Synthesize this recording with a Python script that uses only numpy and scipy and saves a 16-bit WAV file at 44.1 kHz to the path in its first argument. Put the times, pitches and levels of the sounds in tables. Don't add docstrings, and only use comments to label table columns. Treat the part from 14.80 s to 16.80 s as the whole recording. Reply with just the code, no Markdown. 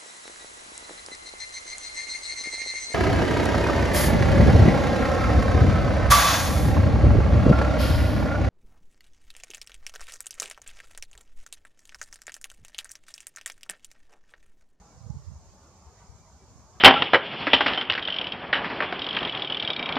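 import sys
import numpy as np
from scipy import signal
from scipy.fft import rfft, irfft
from scipy.io import wavfile
from scipy.ndimage import uniform_filter1d

SR = 44100
rng = np.random.default_rng(int(sys.argv[2]) if len(sys.argv) > 2 else 0)


def wav_record(signal):
    frames = np.transpose(np.atleast_2d(signal))
    bounded = np.clip(frames, -1, 1)
    quanta = np.round(bounded * 32767).astype(np.int16)
    wavfile.write(sys.argv[1], SR, quanta)


def field_ratio(decibels):
    return 10 ** (np.asarray(decibels, dtype=float) / 20)


N = 88200

# t/s, peak level/dB, f/Hz, length/ms, port (L or R)
TIMED_EDDIES = [(.177, -39.5, 102, 8.2, "R"), (0.214, -34.5, 114, 8.6, "R"), (.249, -43, 137, 6, "R"),
                (0.267, -29, 106, 5.8, "R"), (0.304, -19, 112, 7.1, "R"), (0.32, -29, 62, 16, "R"),
                (.326, -36.5, 94, 7, "R"), (.343, -59, 95, 8.2, "R"), (0.345, -30, 66, 4.4, "L"),
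                (0.354, -30.5, 78.5, 6.1, "L"), (0.356, -32.5, 104, 6.7, "R"),
                (0.369, -25.5, 101, 7.7, "R"), (0.374, -51, 73, 7.9, "L"), (0.398, -36, 106, 8.6, "R"),
                (0.406, -44, 85, 9.9, "L"), (0.428, -53, 77, 15, "R"), (.476, -29, 80, 18.7, "R"),
                (.484, -37, 66.5, 12, "L"), (0.5, -30, 63.6, 5.2, "R"), (.519, -28.5, 94, 5.7, "R"),
                (0.535, -34, 97, 5.9, "R"), (.56, -33, 70, 10, "R"), (0.561, -36.5, 71.5, 26, "L"),
                (.616, -47, 68, 22, "L"), (0.664, -47, 61, 20, "L"), (0.687, -45.5, 92, 26, "R"),
                (1.075, -45.5, 61, 27, "L"), (1.295, -35, 62, 16, "L"), (1.327, -49, 84.4, 28, "L"),
                (1.351, -41.5, 77, 7.3, "L"), (1.407, -44, 64.4, 12, "L"), (1.532, -49, 65, 20, "L"),
                (1.531, -48, 75, 10, "R"), (1.712, -46, 90, 15, "L"), (1.783, -42, 85, 8.4, "R"),
                (1.8, -43.5, 75, 8.7, "L"), (1.848, -43, 66, 8.3, "L"), (1.759, -39, 105, 5.9, "R"),
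                (1.947, -61, 98, 18, "L")]
# t/s, peak level/dB, f/Hz, length/ms, port (L or R)
TICKS = [(.303, -41, 6000, 0.5, "R")]
# t/s, left level/dB, right level/dB
FLOW = [(0, -67, -80), (.2, -47.5, -40), (.5, -53, -36.5), (.7, -50, -63), (.9, -75, -59), (1.2, -78, -59),
        (1.5, -58, -56.5), (1.75, -57.5, -53), (2, -49.5, -60)]
SMALL_PER_S = 70
SMALL_HZ, SMALL_MS = 80, 6.7
SMALL_OCTAVES, SMALL_SCATTER_DB = 0.36, 3
PORT_HZ, PORT_Q = 62, 0.94

# f/Hz, level/dB per Hz
RUSH_SPECTRUM = [(30, -12.5), (48, -3.5), (70, -2), (128, -7.5), (190, -9), (300, -17.5), (420, -17.5),
                 (500, -17), (620, -16.5), (950, -16.5), (1150, -17.5), (1380, -23.5), (1550, -28),
                 (2200, -33.5), (2600, -35.5), (4000, -37.5), (5200, -58)]
RUSH_DB = -56
# t/s, level/dB
SWELL = [(0, 1.5), (.12, -0.5), (.3, -0.5), (.5, -1), (.6, -2), (.66, -0.5), (.84, 2), (.92, -0.5),
         (1.08, 0.5), (1.13, 0), (1.22, 5), (1.3, -0.5), (1.55, -1), (1.8, 0.5), (1.9, -2.5), (1.97, 3.5),
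         (2, 5)]
TILT_HZ, TILT_OCTAVES, SWELL_FLOOR = 2000, 1.6, 0.53

# t/s, peak level/dB, f/Hz at the peak, length/ms, glide/(Hz per s)
TONE_FLICKERS = [(.04, -60.5, 827, 51, -600), (.3, -61.5, 626, 37, 0), (.31, -56, 828, 17, 600),
                 (.66, -59, 908, 21, 0), (0.791, -61.5, 876, 37, -800), (1.08, -61, 1025, 30, -600),
                 (1.22, -60.5, 958, 42, -2000), (1.63, -59.5, 386, 42, 0), (1.88, -61.5, 879, 60, 1498),
                 (1.96, -60.5, 742, 56, 1000)]

# f/Hz, level/dB per Hz
MURMUR_SPECTRUM = [(1800, -16), (1980, 1), (2100, 1.5), (2220, 4.5), (2360, 6.5), (2500, -15)]
# t/s, level/dB
MURMUR_LEVEL = [(0, -81), (.1, -84), (.3, -98), (.65, -93), (.9, -81), (1.12, -80.5), (1.21, -70.5),
                (1.27, -80.5), (1.47, -79.5), (1.53, -82), (1.6, -77), (1.7, -87), (1.9, -89), (2, -80)]

# f/Hz, level/dB per Hz
HISS_SPECTRUM = [(1530, -22.5), (2600, -22.5), (3590, -13), (4420, -5), (6820, 2.5), (7290, -0.5),
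                 (8380, -11.5), (14400, -27.5), (15100, -23)]
HISS_DB = -66.5

# f/Hz, correlation/1
LIKENESS = [(60, 0.98), (300, 0.88), (700, 0.92), (1200, 0.9), (2000, 0.52), (3000, .27), (4500, 0.19),
            (5400, 0.051), (6500, -0.21), (8000, -0.47), (9300, -0.2), (10500, -0.24), (15000, 0.33)]
# f/Hz, left minus right level/dB
BALANCE = [(100, -0.5), (700, -0.3), (1500, -2), (2300, -2), (3500, -0.2), (6500, -3.5), (8500, -1.3),
           (15000, 1)]


def read(table, x, log=False, column=1):
    table = np.array(table, float)
    if log:
        return np.interp(np.log(x), np.log(table[:, 0]), table[:, column])
    return np.interp(x, table[:, 0], table[:, column])


def walk(rate):
    hold = int(SR / rate)
    steps = np.repeat(rng.standard_normal(N // hold + 1), hold)
    return 1.06 * uniform_filter1d(uniform_filter1d(steps, hold), hold)[:N]


def add_wobble(out, s, db, hz, ms, turn, glide=0):
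    first = max(int((s - ms / 500) * SR), 0)
    last = min(int((s + ms / 500) * SR), N)
    at = np.arange(first, last)
    t = at / SR - s
    bell = np.exp(-2.6 * (t / (ms / 1e3)) ** 2)
    cycles = hz * t + glide * t ** 2 / 2 + turn
    out[at] += field_ratio(db) * bell * np.cos(2 * np.pi * cycles)


def diffuse(spectrum, db, band_db):
    hz = np.maximum(np.fft.rfftfreq(N, 1 / SR), 1)
    likeness = np.clip(read(LIKENESS, hz, True), -1, 1)
    inside = (hz > spectrum[0][0]) * (hz < spectrum[-1][0])
    colour = field_ratio(read(spectrum, hz, True)) * inside
    mid = rfft(rng.standard_normal(N)) * colour * np.sqrt(1 + likeness)
    side = rfft(rng.standard_normal(N)) * colour * np.sqrt(1 - likeness)
    half_balance = np.array([[1], [-1]]) * read(BALANCE, hz, True) / 2
    pair = np.array([mid + side, mid - side]) * field_ratio(half_balance)
    out = 0
    for centre in 25 * 2 ** (np.arange(30) / 3):
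        share = np.clip(1 - 3 * np.abs(np.log2(hz / centre)), 0, 1)
        out = out + irfft(pair * share, N) * field_ratio(band_db(centre))
    return out * field_ratio(db) / np.std(irfft(mid, N))


def patches(x, db, bins, frames):
    z = signal.stft(x, nperseg=2048, noverlap=1792)[2]
    field = rng.standard_normal(z.shape[1:])
    for _ in range(2):
        field = uniform_filter1d(field, bins, axis=0)
        field = uniform_filter1d(field, frames, axis=1)
    gain = field_ratio(db * field / field.std())
    y = signal.istft(z * gain, nperseg=2048, noverlap=1792)[1][:, :N]
    return y * x.std() / y.std()


def eddies():
    out = np.zeros((2, N))
    for s, db, hz, ms, port in TIMED_EDDIES + TICKS:
        add_wobble(out["LR".index(port)], s, db, hz, ms, 0)
    for port in range(2):
        for _ in range(int(SMALL_PER_S * N / SR)):
            s = rng.random() * N / SR
            turn = rng.random()
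            stretch = 2 ** (SMALL_OCTAVES * rng.standard_normal())
            scatter = SMALL_SCATTER_DB * rng.standard_normal()
            db = read(FLOW, s, column=port + 1) + scatter
            add_wobble(out[port], s, db, SMALL_HZ * stretch, SMALL_MS / stretch, turn)
    return out


def port_low_cut(pressure):
    w = 2 * np.pi * PORT_HZ
    b, a = signal.bilinear([1, 0, 0], [1, w / PORT_Q, w ** 2], SR)
    return signal.lfilter(b, a, pressure)


def reeds():
    swell = read(SWELL, np.arange(N) / SR)

    def band_db(hz):
        near = np.exp(-(np.log2(hz / TILT_HZ) / TILT_OCTAVES) ** 2)
        share = SWELL_FLOOR + (1 - SWELL_FLOOR) * near
        return share * swell + 1.32 * walk(14.39)

    return patches(diffuse(RUSH_SPECTRUM, RUSH_DB, band_db), db=3.5, bins=2, frames=8)


def tone_flickers():
    out = np.zeros(N)
    for s, db, hz, ms, glide in TONE_FLICKERS:
        add_wobble(out, s, db, hz, ms, rng.random(), glide)
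    return out


def murmur():
    level_db = read(MURMUR_LEVEL, np.arange(N) / SR)
    band = diffuse(MURMUR_SPECTRUM, 0, lambda hz: 0)
    return patches(band, db=6.5, bins=2, frames=9) * field_ratio(level_db)


def hiss():
    breath = 0.2 * read(SWELL, np.arange(N) / SR) + 0.5 * walk(29.96)
    noise = diffuse(HISS_SPECTRUM, HISS_DB, lambda hz: breath + 0.4 * walk(59.9))
    return patches(noise, db=2.5, bins=3, frames=4)


def scene():
    return port_low_cut(eddies()) + reeds() + tone_flickers() + murmur() + hiss()


def low_pass(x):
    return signal.sosfilt(signal.butter(12, 15600, fs=SR, output="sos"), x)


def record(dry):
    bass_cut = signal.butter(1, 22, "high", fs=SR, output="sos")
    mix = signal.sosfilt(bass_cut, dry)
    return low_pass(mix)


dry = scene()
out = record(dry)
wav_record(out)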